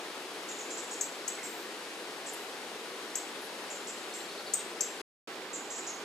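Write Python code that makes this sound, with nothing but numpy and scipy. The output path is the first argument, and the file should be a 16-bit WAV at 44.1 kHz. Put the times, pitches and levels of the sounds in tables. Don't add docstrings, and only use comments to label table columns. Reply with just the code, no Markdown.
import sys
import numpy as np
from scipy import signal
from scipy.fft import rfft, irfft
from scipy.io import wavfile
from scipy.ndimage import uniform_filter1d

SR = 44100
rng = np.random.default_rng(int(sys.argv[2]) if len(sys.argv) > 2 else 0)


def materialize(psi):
    bounded = np.clip(np.atleast_2d(psi).T, -1, 1)
    quanta = np.round(bounded * 32767).astype(np.int16)
    wavfile.write(sys.argv[1], SR, quanta)


N = 266628


def gain_of(db):
    return 10 ** (np.asarray(db) / 20)


def evened(x):
    return x / np.sqrt(np.mean(x ** 2) + 1e-20)


def read(points, hz):
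    f, value = np.transpose(points)
    return np.interp(np.log(hz + 1), np.log(f + 1), value)


def add(mix, start_s, sound):
    part = mix[:, round(start_s * SR):][:, :sound.shape[1]]
    part += sound[:, :part.shape[1]]


def waveform(spectra):
    return signal.istft(spectra.transpose(0, 2, 1), nperseg=2048, noverlap=1536)[1][:, :N]


def sides(left_db):
    return gain_of(np.array([left_db, -left_db]) / 2)


def syllable(length_s, top_hz, sweep_hz, rise, sag_hz, overshoot, low_voice, low_ratio,
             overtone_db, waver, low_fade=.1):
    u = np.linspace(0, 1, round(length_s * SR))
    wobble = evened(uniform_filter1d(rng.standard_normal(4096), size=40))[:len(u)]
    flick = overshoot * np.exp(-((u - 2 * rise) / rise) ** 2) - np.exp(-(u / rise) ** 2)
    pitch_hz = (top_hz + sweep_hz * flick - sag_hz * u ** 4) * (1 + waver * wobble)
    phase = 2 * np.pi * np.cumsum(pitch_hz) / SR

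    high = np.sin(np.pi * u).clip(0) ** 0.36 * np.exp(1j * phase)
    low = signal.windows.tukey(len(u), .22) * np.exp(-low_fade * u + 1j * low_ratio * phase)

    overtones = low ** 2 + 0.44 * low * high + .25 * high ** 2
    roughness = evened(uniform_filter1d(rng.standard_normal(len(u)), size=8))
    overtones = overtones * (1 + .45 * roughness)
    return evened((high + low_voice * low + gain_of(overtone_db) * overtones).imag)


def outdoors(call, left_db, near_db, near_t60, far_db, far_t60, build, echo_s=0.02, echo_db=-40):
    t = np.arange(SR // 2) / SR
    noise = rng.standard_normal((3, 2, len(t)))
    sparse = rng.random((3, 2, len(t))) < .15
    leaves, trees, bank = noise * sparse

    leaves = leaves * gain_of(-60 * t / near_t60) * (t > .001)
    trees = trees * gain_of(-60 * t / far_t60) * (1 - np.exp(-t / build))
    bank = bank * np.exp(-((t - echo_s) / 0.0081) ** 2)
    paths = [(near_db, leaves), (far_db, trees), (echo_db, bank)]
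    response = sum(gain_of(db) * path / np.linalg.norm(path, axis=1, keepdims=True) for db, path in paths)

    response = response + 0.62 * response[::-1]
    response *= sides(left_db * np.exp(-t / .02)).clip(.2, 5)
    arrival = [int(left_db < 0), int(left_db > 0)]
    response[[0, 1], arrival] += sides(left_db)
    return signal.fftconvolve(call[None], response, axes=1)


# freq_hz [Hz], density_db [dB per Hz]
RUSH_SPECTRUM = [(13, -61), (22, -40.5), (66, -33), (117, -26), (209, -8), (414, -0.5), (516, -3),
                 (560, -2.5), (698, -4), (1310, -6), (1500, -6), (4040, -10), (6440, -16.5), (10600, -22.5),
                 (15500, -35.5)]
# freq_hz [Hz], width_hz [Hz], boost_db [dB]
ROAR_HUMPS = [(354, 59, 3.5), (474, 55, 2.5), (629, 66, -0.5), (770, 71, 1)]
# freq_hz [Hz], level_db [dB]
LATE_RUSH_LEVEL = [(100, -40.5), (500, -43.5), (1100, -42), (2500, -43.5), (7000, -44.5), (10500, -46.5),
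                   (14000, -44)]
# freq_hz [Hz], likeness [0 to 1]
RUSH_LIKENESS = [(40, .3), (75, 0.59), (130, 0.97), (300, 1), (640, 0.95), (1400, 0.68), (3100, 0.31),
                 (6000, 0.23), (8000, 1), (15000, 1)]
# freq_hz [Hz], left_db [dB]
RUSH_BALANCE = [(100, 0.8), (380, 1.0), (700, 1.5), (1300, 4), (2400, 2.5), (4400, 2.4), (8100, .5),
                (15000, 0)]
# freq_hz [Hz], lead [radians]
RUSH_LEAD = [(100, 0.037), (400, 0), (1100, 0.2), (1900, 0.88), (2600, 0.66), (5500, 0.5), (7500, 0.044)]
RUSH_DB = -42.5
LATE_SIDE = -.75


def rush(patchy_db=0.53, flicker_db=0.47):
    hz = np.fft.rfftfreq(2048, 1 / SR)
    t = np.arange(N // 512 + 5) * 512 / SR
    early = t[:, None] < np.mean(PAUSE_SPAN)
    a, b, c, d, patches = rng.standard_normal((5, len(t), len(hz)))

    likeness = np.clip(read(RUSH_LIKENESS, hz), -1, 1)
    left = a + 1j * b
    right = likeness * left + np.sqrt(1 - likeness ** 2) * (c + 1j * d)
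    right = right * np.exp(-1j * read(RUSH_LEAD, hz))
    balance_db = read(RUSH_BALANCE, hz) * np.where(early, 1, LATE_SIDE)
    spectra = np.array([left, right]) * sides(balance_db)

    humps_db = sum(db * np.exp(-((hz - f) / width) ** 2) for f, width, db in ROAR_HUMPS)
    coloured = spectra * gain_of(read(RUSH_SPECTRUM, hz) + humps_db)

    patches = evened(uniform_filter1d(uniform_filter1d(patches, size=8, axis=0), size=16, axis=1))
    flicker = rng.standard_normal((len(t), 1))
    drift_db = patchy_db * patches + flicker_db * flicker
    level_db = np.where(early, RUSH_DB, read(LATE_RUSH_LEVEL, hz))
    return waveform(coloured * gain_of(level_db + drift_db)) / waveform(coloured).mean(0).std()


# start_s [s], length_s [s], level_db [dB], centre_hz [Hz]
GRASS_RUSTLES = [(.835, 0.014, -56, 10500), (1.388, .3, -60, 13500), (2.274, .21, -61, 12000),
                 (2.329, 0.023, -46, 10400), (3.40, 0.087, -57, 11000), (4.13, .13, -64, 12500)]
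RUSTLE_WIDTH_HZ = 1320


def grass():
    out, hz = np.zeros((2, N)), np.fft.rfftfreq(SR, 1 / SR)
    for start_s, length_s, level_db, centre_hz in GRASS_RUSTLES:
        band = np.exp(-((hz - centre_hz) / RUSTLE_WIDTH_HZ) ** 2 / 2)
        fizz = evened(irfft(rfft(rng.standard_normal(SR)) * band))
        window = signal.windows.tukey(round(length_s * SR), .5)
        burst = window * fizz[:len(window)]
        add(out, start_s, gain_of(level_db) * np.tile(burst, (2, 1)))
    return out


TWITTER_END_S, TWITTER_STEP_S = 4.462, .088
TWITTER_END_DB, TWITTER_GROWTH_DB_PER_S = -49, 19
TWITTER_END_HZ, TWITTER_CLIMB_HZ_PER_S = 4480, 710


def twitter(count):
    return [(TWITTER_END_S - ahead_s,
             TWITTER_END_DB - TWITTER_GROWTH_DB_PER_S * ahead_s,
             TWITTER_END_HZ - TWITTER_CLIMB_HZ_PER_S * ahead_s)
            for ahead_s in TWITTER_STEP_S * np.arange(count)]


# start_s [s], level_db [dB], top pitch_hz [Hz]
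SINGLE_FAR_CALLS = [(1.376, -46.5, 2058), (4.58, -54.5, 3970)]


def far_bird():
    out = np.zeros((2, N))
    for start_s, level_db, pitch_hz in SINGLE_FAR_CALLS + twitter(count=6):
        note = syllable(0.028, pitch_hz, sweep_hz=802, rise=0.279, sag_hz=708, overshoot=0.19,
                        low_voice=.3, low_ratio=1.0, overtone_db=-42, waver=0.044)
        heard = outdoors(note, .7, near_db=-4.0, near_t60=.1, far_db=-4.0, far_t60=0.44, build=.02)
        add(out, start_s, gain_of(level_db) * heard)
    return out


# start_s [s], level_db of the direct sound [dB], held pitch_hz [Hz]
ANSWERING_CHIPS = [(.485, -44, 7150), (.585, -46, 7100), (.703, -43.5, 7180), (.772, -43, 7220),
                   (.908, -42.5, 7220), (1.429, -45, 7440), (2.261, -45, 7340), (3.701, -44.5, 7220),
                   (3.870, -43.5, 7280), (4.136, -44.5, 7400), (5.531, -40.5, 7240), (5.702, -42, 7270),
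                   (5.760, -44, 7180), (5.866, -41.5, 6740)]
CHIP_LEFT_DB = -3.5
CHIP_FOOT_HZ = 5070
BOUT_REST_S, OPENING_SWEEP, SWEEP_GROWTH = 1.1, .4, .35


def answering_bird():
    out, last_s, share = np.zeros((2, N)), -np.inf, 0
    for start_s, level_db, pitch_hz in ANSWERING_CHIPS:
        rested = start_s - last_s > BOUT_REST_S
        share = OPENING_SWEEP if rested else min(share + SWEEP_GROWTH, 1)
        chip = syllable(0.02, pitch_hz, share * (pitch_hz - CHIP_FOOT_HZ), rise=0.15, sag_hz=300,
                        overshoot=0.33, low_voice=0.45, low_ratio=.86, overtone_db=-29.5,
                        waver=.042, low_fade=1.6)
        heard = outdoors(chip, CHIP_LEFT_DB, near_db=-4, near_t60=0.3, far_db=0.5, far_t60=0.46,
                         build=0.019, echo_s=0.021, echo_db=-2.5)
        add(out, start_s, gain_of(level_db) * heard)
        last_s = start_s
    return out


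# start_s [s], level_db [dB], top pitch_hz [Hz]
NEAR_TICKS = [(1.0096, -28, 7740), (1.2781, -30.5, 7910), (3.154, -29, 7810), (4.536, -25, 8265),
              (4.807, -25.7, 7700)]
TICK_S, TICK_LEFT_DB = .0078, 6.5


def near_bird():
    out = np.zeros((2, N))
    for start_s, level_db, pitch_hz in NEAR_TICKS:
        tick = syllable(TICK_S, pitch_hz, sweep_hz=1750, rise=0.27, sag_hz=656, overshoot=.05,
                        low_voice=0.36, low_ratio=.85, overtone_db=-21.0, waver=0.019)
        heard = outdoors(tick, TICK_LEFT_DB, near_db=-3.5, near_t60=.15, far_db=-5.0, far_t60=0.38,
                         build=0.0065)
        add(out, start_s, gain_of(level_db) * heard)
    return out


def scene():
    return rush() + grass() + far_bird() + answering_bird() + near_bird()


# start_s [s], end_s [s]
PAUSE_SPAN = (5.016, 5.274)
EDGE_HZ = 15600


def record(dry):
    t = np.arange(N) / SR
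    sounding = 1. * ((t < PAUSE_SPAN[0]) | (t > PAUSE_SPAN[1]))
    gate = uniform_filter1d(sounding, size=64)
    low_pass = signal.firwin(511, EDGE_HZ, window=("kaiser", 9), fs=SR)
    return signal.oaconvolve(dry * gate, low_pass[None], "same")


dry = scene()
out = record(dry)
materialize(out)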